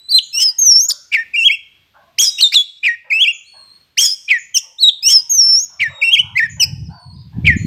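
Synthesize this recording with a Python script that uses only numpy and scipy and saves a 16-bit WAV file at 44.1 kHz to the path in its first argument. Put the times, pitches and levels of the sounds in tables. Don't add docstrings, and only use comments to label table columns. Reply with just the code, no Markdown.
import sys
import numpy as np
from scipy import signal
from scipy.fft import rfft, irfft
from scipy.io import wavfile
from scipy.ndimage import uniform_filter1d, minimum_filter1d

SR = 44100
rng = np.random.default_rng(int(sys.argv[2]) if len(sys.argv) > 2 else 0)


def decibels_to_gain(level_db):
    exponent = np.asarray(level_db, float) / 20
    return 10 ** exponent


def pcm_store(signal):
    levels = np.round(np.clip(np.atleast_2d(signal), -1, 1) * 32767)
    wavfile.write(sys.argv[1], SR, levels.astype(np.int16).T)


N = 337806
T = np.arange(N) / SR


def band(x, lo_hz, hi_hz, order=2):
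    sos = signal.butter(order, [lo_hz, min(hi_hz, SR / 2.1)], "band", fs=SR, output="sos")
    return signal.sosfilt(sos, x)


def unit(x):
    return x / np.sqrt(np.mean(x ** 2))


def colour(x, points):
    hz, db = np.transpose(points)
    log_hz = np.log(np.fft.rfftfreq(N, 1 / SR) + 1)
    return irfft(rfft(x) * decibels_to_gain(np.interp(log_hz, np.log(hz), db)), N)


def walk(rate):
    k = int(SR / rate)
    return unit(uniform_filter1d(uniform_filter1d(rng.standard_normal(N), k), k))


def track(notes):
    edge_s, attack_s = .004, .008
    k = int(SR * edge_s)
    s, hz, db = np.concatenate(notes).T
    starts = np.array([note[0][0] for note in notes])
    ends = np.array([note[-1][0] for note in notes])
    which = np.clip(np.searchsorted(starts - edge_s, T) - 1, 0, None)
    opening = (T - starts[which]) / attack_s + .5
    closing = (ends[which] - T) / edge_s + 1
    gate = np.clip(np.minimum(opening, closing), 0, 1)
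    pitch_hz = uniform_filter1d(uniform_filter1d(np.interp(T, s, hz), k), k)
    level_db = uniform_filter1d(np.interp(T, s, db), k)
    return pitch_hz, gate ** 2 * decibels_to_gain(level_db), which


def turn(hz):
    return 2 * np.pi * np.cumsum(hz) / SR


def space(x, t60_s, top_hz, rise_s):
    t = T[:SR]
    noise = band(rng.standard_normal(SR), 450, top_hz, order=1)
    tail = noise * np.exp(-np.log(1000) * t / t60_s) * np.clip(t / rise_s, 0, 1)
    return signal.fftconvolve(x, tail / np.sqrt(np.sum(tail ** 2)))[:N]


# pitch_hz, relative level_db (per Hz)
YARD_COLOUR = [(25, -29), (80, -8.5), (300, -20), (700, -26), (3500, -21), (12000, -47)]


def yard():
    level_db = -65.5 + 3.5 * walk(4)
    return decibels_to_gain(level_db) * unit(colour(rng.standard_normal(N), YARD_COLOUR))


# start_s, length_s, first_hz (after the scoop), slid_hz (after the slide), last_hz,
# level_db (before the random swell and the yard's tail)
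WHISTLES = [(-.05, .19, 3935, 4040, 3968, -44), (2.216, 0.2, 3900, 3770, 3757, -32),
            (3.443, 0.33, 4420, 4145, 4372, -46), (5.855, 0.28, 3830, 3704, 3783, -43.5),
            (6.891, 0.24, 4670, 4320, 4267, -48), (7.554, .16, 4270, 4270, 4260, -53)]


def whistles():
    scoop_s, scoop_db, scoop_pitch = .04, -16, .88
    slide_share, fade_db = .68, -6
    notes = []
    for s, length, first_hz, slid_hz, last_hz, db in WHISTLES:
        slid_s = s + scoop_s + slide_share * (length - scoop_s)
        notes.append([(s, scoop_pitch * first_hz, db + scoop_db), (s + scoop_s, first_hz, db),
                      (slid_s, slid_hz, db), (s + length, last_hz, db + fade_db)])
    hz, size, _ = track(notes)
    phase = turn(hz * (1 + .004 * walk(60)))
    octave = decibels_to_gain(-15.5) * (hz < 4500) * np.cos(2 * phase)
    whistle = size * decibels_to_gain(2.0 * walk(40)) * (np.cos(phase) + octave)
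    return whistle + decibels_to_gain(-5) * space(whistle, .5, 8300, .02)


HELD = {"hook": (.048, .09), "duet": (.025, .076), "swoop": (.14, .17), "snap": (0, .03),
        "fall": (.036, .1), "drop": (.056, .108), "warble": (.031, .1), "harsh": (.06, .134),
        "pair": (.067, .125), "tick": (.014, .045), "loop": (.047, .09)}


def clock(row, after_s):
    start, kind, slow, longer = row[:4]
    return start + slow * after_s + longer * np.interp(after_s, HELD[kind], (0, 1))


def bend(pitch, after_s):
    return np.interp(after_s, *np.transpose(pitch)) if np.ndim(pitch) else pitch


REEDY = {"hook": (-24,), "duet": (7, -21), "swoop": (-24.5,), "snap": (-15, -11), "fall": (-29.5,),
         "drop": (-26.5,), "warble": (-25,), "harsh": (1.4, -15), "pair": (-1.1, -18.5), "tick": (8.3,),
         "loop": (-22.5,)}
# after_start_s, pitch (times)
SONG = [(0.086, "hook", 0.9, 0.0068, 1.01, -1.7), (.326, "duet", 1.01, -0.0037, .99, -4.5),
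        (.585, "swoop", 1, 0.0018, 1.0026, 0.5), (0.886, "snap", 1, 0.0014, 0.99, 1),
        (1.117, "drop", 1, -0.0034, .975, -1.5), (1.336, "warble", 1.03, -0.0036, [(0, .93), (.018, 1.1),
        (.095, .96), (.11, 0.94), (.138, 1), (.16, .94), (.2, .97)], 0.5),
        (2.183, "harsh", 0.85, -0.027, [(.008, 1.11), (.03, 1), (.085, 1.04), (.15, .96)], 3),
        (2.382, "pair", 0.92, .001, 1.012, -3), (2.52, "pair", .8, 0.021, [(0, 0.8), (.03, .93),
        (.067, 0.95)], -3), (2.831, "drop", 1.03, -0.0045, 1.015, 0),
        (3.102, "warble", 1, -0.0026, [(.03, .97), (.16, 1.02), (.2, .98)], 2),
        (3.972, "harsh", 0.94, 0.015, 0.99, 0), (4.28, "fall", 0.91, -0.0018, 1.02, 2),
        (4.543, "tick", .99, -0.0059, 1.03, 0.3), (4.784, "hook", 1, .006, [(.032, .94), (.048, .99),
        (.068, .94), (.101, .94), (.109, 1.1)], -1.5), (5.025, "duet", 0.99, -0.0061, [(0, .93), (.1, 1.05),
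        (.135, 1.01)], -0.5), (5.296, "swoop", .87, 0.11, 1.0073, -2),
        (5.795, "fall", 0.79, 0.0011, 0.97, -1.5), (6.013, "warble", 0.9, 0.0098, [(.03, 1.04), (.16, .96),
        (.2, 1.06)], 3), (6.353, "loop", 1, -0.0045, 1.013, -1),
        (6.598, "tick", 0.74, 0.0076, [(.035, 0.99), (.047, .78)], 1.5),
        (7.446, "fall", 0.88, 0.0039, .99, 2.5)]


def sung(shapes, half):
    rows = [row for row in SONG if row[1] in shapes]
    notes = []
    for row in rows:
        pitch, level_db = row[4:6]
        notes.append([(clock(row, s), bend(pitch, s) * hz, level_db + db) for s, hz, db in shapes[row[1]]])
    hz, size, note = track(notes)
    return hz, size, np.array([REEDY[row[1]][half] for row in rows], float)[note]


def passages(rule):
    found = []
    for row in SONG:
        if row[1] in rule:
            from_s, to_s, *settings = rule[row[1]]
            found.append((clock(row, from_s), clock(row, to_s), row[2], *settings))
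    return found


FLUTTER = {"harsh": (.016, .17, 90, .032, 4), "loop": (.047, .117, 62, .03, 0)}


def flutter():
    ripple, throb_db = np.zeros((2, N))
    for start, end, slow, hz, depth, db in passages(FLUTTER):
        wave = np.sin(2 * np.pi * hz / slow * (T - start) + .8 * walk(30)) * (T > start) * (T < end)
        ripple = ripple + depth * wave
        throb_db = throb_db + db * wave
    return ripple, throb_db


RATTLE = {"fall": (0.011, .042, 82, .43), "drop": (0.01, .042, 98, .3)}


def rattle():
    swing, flip = np.zeros((2, N))
    for jump, end, slow, hz, depth in passages(RATTLE):
        fade = np.clip((end - T) / 0.018, 0, 1) * (T > jump - 2 / hz)
        cycle = np.maximum(hz / slow * (T - jump), -.5)
        wave = uniform_filter1d((cycle > 0) * np.exp(-(2.2 * (cycle % 1)) ** 2), size=60)
        swing = swing + depth * fade * wave
        flip = flip + fade * np.exp(-(((cycle + 0.42) % 1 - .5) / 0.025) ** 2)
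    return swing, flip


RASP = {"snap": (.012, .032, .04), "harsh": (.006, .12, .02), "pair": (.001, .034, .05),
        "tick": (.03, .058, .035), "duet": (.062, .125, .026), "hook": (.098, .114, .02),
        "fall": (.004, .032, .03), "drop": (.004, .034, .03)}


def rasp():
    scatter = np.zeros(N)
    for start, end, _, amount in passages(RASP):
        scatter = scatter + amount * (T > start) * (T < end)
    return scatter


# level_db (on a fully reedy note), share of the reediness (0-1)
OVERTONES = [(0, 1), (-15.5, 0.62), (-22.5, 0.86), (-21, 0.9), (-25, 0.83)]


def overtones(phase, hz, reedy_db):
    out = np.zeros(N)
    for k, (db, share) in enumerate(OVERTONES, 2):
        out = out + decibels_to_gain(db + share * reedy_db) * (k * hz < SR / 2.6) * np.cos(k * phase)
    return out


MIXES = [(1, 1), (1, 2), (1, -1), (2, -1), (2, 1), (-1, 3)]
MIX_DB = [-6, -13.5, -9.5, -5.5, -14, -15.5]


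def mixed_tones(a, b):
    return sum(decibels_to_gain(db) * np.cos(m * b + n * a) for (m, n), db in zip(MIXES, MIX_DB))


# pitch_hz, level_db
THROAT = [(3500, -8), (5300, 5), (6300, -5), (8200, 3), (10000, -10.5)]
LEAD = { "hook": [(0.0, 3830, -26.5), (.018, 4580, -20), (.032, 4710, -11), (.048, 4010, -6),
        (.068, 3994, -2), (.09, 4131, -3), (.101, 3920, -4), (.109, 2920, -8.5), (.115, 2965, -27.5)],
        "duet": [(0.0, 2580, -39), (.02, 2720, -25), (.055, 2840, -16.5), (.09, 3050, -13.5),
        (.118, 3280, -24)], "swoop": [(0.0, 6554, -11), (.078, 6122, -10), (.106, 5686, -3.5),
        (.14, 5388, -5), (.17, 5317, -7), (.208, 5593, -7), (.23, 6306, -13), (.252, 6430, -15),
        (.27, 6783, -16.5), (.28, 6480, -23)], "snap": [(0.0, 7244, -2), (.01, 6950, -9), (.018, 5243, -16),
        (.028, 5110, -15), (.033, 4527, -15)], "fall": [(0.0, 2384, -21), (.018, 2310, -13),
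        (.036, 2320, -6.5), (.06, 1983, -10.5), (.1, 1800, -18.5), (.118, 1721, -34)],
        "drop": [(0.0, 2372, -21), (.018, 2328, -9), (.038, 2328, -8.5), (.056, 1872, -10.5),
        (.075, 1850, -16.5), (.108, 1894, -23), (.12, 1774, -30.5)], "warble": [(0.0, 2756, -20),
        (.018, 2094, -10.5), (.031, 2643, -11.5), (.083, 2669, -14.5), (.1, 2850, -17), (.125, 3398, -3),
        (.138, 3268, -5), (.156, 2330, -20), (.166, 2260, -12), (.185, 2762, -14), (.198, 2897, -10.5),
        (.218, 2650, -23.5)], "harsh": [(0.0, 1723, -23.5), (.008, 2662, -21), (.02, 3146, -12),
        (.04, 3260, -8), (.143, 3540, -38.5)], "pair": [(0.0, 2695, -20.5), (.02, 2760, -14.5),
        (.03, 3040, -9.5), (.04, 3128, -15)], "tick": [(0.0, 3088, -15.5), (.014, 3028, -11.5),
        (.036, 2566, -19.5), (.047, 3244, -24.5), (.058, 3373, -34.5)], "loop": [(0.0, 1921, -25),
        (.021, 2092, -7.5), (.032, 2693, -14.5), (.039, 2276, -3), (.047, 1772, -7.5), (.067, 1759, -11),
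        (.092, 1862, -9), (.117, 1680, -19.5)], }
DESCANT = { "duet": [(.076, 5345, -12), (.135, 5300, -1), (.175, 4930, -10.5), (.19, 4940, -20)],
           "snap": [(.007, 5793, -13), (.014, 5180, -14), (.023, 3390, -16.5)], "harsh": [(.03, 4400, -24),
           (.046, 5790, -1.5), (.064, 5487, 0.5), (.085, 5110, -11.5), (.12, 4960, -20), (.14, 5167, -14.5),
           (.168, 5166, -20)], "pair": [(.029, 3532, -2.5), (.033, 4400, 4.5), (.04, 4658, -19.5),
           (.047, 4170, 5), (.067, 3620, -3), (.1, 3535, -8.5), (.125, 3700, -32)], }


def bird():
    ripple, throb_db = flutter()
    swing, flip = rattle()
    scatter = rasp()
    hz_a, size_a, reedy_a_db = sung(LEAD, 0)
    hz_b, size_b, reedy_b_db = sung(DESCANT, 1)
    a = turn(hz_a * (1 + swing + .6 * ripple + .007 * walk(150) + scatter * walk(1500)))
    b = turn(hz_b * (1 + ripple + 0.0036 * walk(260) + 0.59 * scatter * walk(1500)))
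    size_a = size_a * decibels_to_gain(2.1 * walk(80) - 18 * flip)
    size_b = size_b * decibels_to_gain(throb_db + 1.6 * walk(70))
    reedy_a_db = reedy_a_db + 12 * flip
    hiss = unit(band(rng.standard_normal(N), 2000, 8500, order=4))
    air = hiss * (decibels_to_gain(.3 * reedy_a_db - 34) * size_a + decibels_to_gain(-40) * size_b)
    puff = decibels_to_gain(-19.5) * size_a * size_b * unit(band(rng.standard_normal(N), 110, 3800, order=1))
    first = size_a ** 1.046 * decibels_to_gain(3.3 * walk(45)) * overtones(a, hz_a, reedy_a_db)
    second = size_b * overtones(b, hz_b, reedy_b_db)
    both = (size_a * size_b) ** 0.81 * mixed_tones(a, b)
    rich = colour(first + second + both, THROAT)
    return size_a * np.cos(a) + size_b * np.cos(b) + rich + air + puff


def walls(song):
    far, near = int(.238 * SR), int(.011 * SR)
    out = decibels_to_gain(-20.5) * space(song, 0.29, 7000, 0.01) + decibels_to_gain(-34.5) * space(song, 0.48, 7300, 0.39)
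    out[far:] += decibels_to_gain(-41) * band(song, 4400, 6400, order=3)[:N - far]
    out[near:] += decibels_to_gain(-26) * band(song, 2100, 13000)[:N - near]
    return out


CHIRP_STARTS = [.22, 1.384, 3.32, 4.376, 5.551, 6.489, 7.559]
# after_start_s, pitch_hz, level_db (before it is lowered in the mix)
CHIRP_SHAPE = [(0.0, 6170, -49), (.015, 7100, -29), (0.033, 5900, -43.5)]
TWITTER_STARTS = [7.126, 7.178]
# after_start_s, pitch_hz, level_db (before it is lowered in the mix)
TWITTER_SHAPE = [(0.0, 4101, -51.5), (.006, 4732, -48), (.027, 5050, -49.5), (.042, 3596, -48)]


def chirps_and_twitters():
    notes = []
    for starts, shape in ((CHIRP_STARTS, CHIRP_SHAPE), (TWITTER_STARTS, TWITTER_SHAPE)):
        notes += [[(s + t, hz, db) for t, hz, db in shape] for s in starts]
    hz, size, _ = track(sorted(notes))
    chirp = size * np.cos(turn(hz))
    return decibels_to_gain(-5.0) * chirp + decibels_to_gain(-5.5) * space(chirp, 0.37, 9700, 0.012)


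# time_s (each begins 0.02 s sooner), relative level_db,
# guide pitch_hz (resonances scatter around a somewhat higher one)
KNOCKS = [(.36, -53.5, 940), (0.88, -54, 967), (1.956, -51.5, 841), (3.054, -54.5, 683),
          (3.552, -53.5, 677), (4.63, -61.5, 784), (5.103, -55.5, 893), (5.45, -60.5, 1050),
          (5.709, -58, 810), (5.905, -48, 609), (6.234, -50, 770), (6.582, -49.5, 709),
          (6.906, -47.5, 593.6), (7.338, -54.5, 725)]


def knocks():
    out = np.zeros(N)
    t = T[:SR // 2]
    spreads = rng.standard_normal((len(KNOCKS), 9, 2))
    for (s, db, hz), spread in zip(KNOCKS, spreads):
        wash = 0
        for pitch, late in spread:
            f = max(hz * np.exp(0.24 + .27 * pitch), 480)
            rise_s = 0.062 * np.exp(late / 2)
            noise = unit(band(rng.standard_normal(len(t)), f * .95, f * 1.05))
            wash = wash + noise * t / rise_s * np.exp(-(t / rise_s) ** 1.465)
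        i = int((s - .02) * SR)
        out[i:i + len(t)] += (decibels_to_gain(db + 1.0) * wash)[:N - i]
    return out


# time_s, level_db (before its lumps)
WIND = [(5.76, -98), (5.81, -43.5), (6.04, -61.5), (6.25, -35.5), (6.36, -45), (6.6, -41.5), (6.89, -26),
        (7.04, -49), (7.17, -24), (7.3, -42.5), (7.38, -17), (7.66, -28)]
# time_s, peak level_db (before the microphone)
BUFFETS = [(7.386, -11.5), (7.507, -12.5), (7.568, -6), (7.651, -9)]


def wind():
    size = decibels_to_gain(np.interp(T, *np.transpose(WIND), left=-90))
    lumps = rng.standard_normal(N) * decibels_to_gain(5 * walk(30))
    low = unit(band(lumps, 76, 160, order=3))
    brighter = 0.97 * size * unit(band(lumps, 98, 315, order=4))
    out = size * (low + brighter)
    for s, db in BUFFETS:
        u = ((T - s) / 0.0014) ** 2
        out = out + decibels_to_gain(db) * (1 - u) * np.exp(-u / 2)
    return out


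def scene():
    song = bird()
    mix = song + walls(song) + whistles() + chirps_and_twitters() + knocks() + wind() + yard()
    return mix[None]


# pitch_hz, level_db
MICROPHONE = [(7000, 2), (11500, 4.5), (13000, 19.5), (15500, 2.5)]


def microphone(x):
    return colour(x, MICROPHONE)


def limit(x, size=88):
    need = minimum_filter1d(1 / np.maximum(np.abs(x), 1), 2 * size)
    return np.clip(x * uniform_filter1d(need, 2 * size), -1, 1)


def low_pass(x):
    return signal.sosfilt(signal.butter(12, 15960, fs=SR, output="sos"), x)


def record(dry):
    mix = limit(microphone(dry))
    return low_pass(mix)


dry = scene()
out = record(dry)
pcm_store(out)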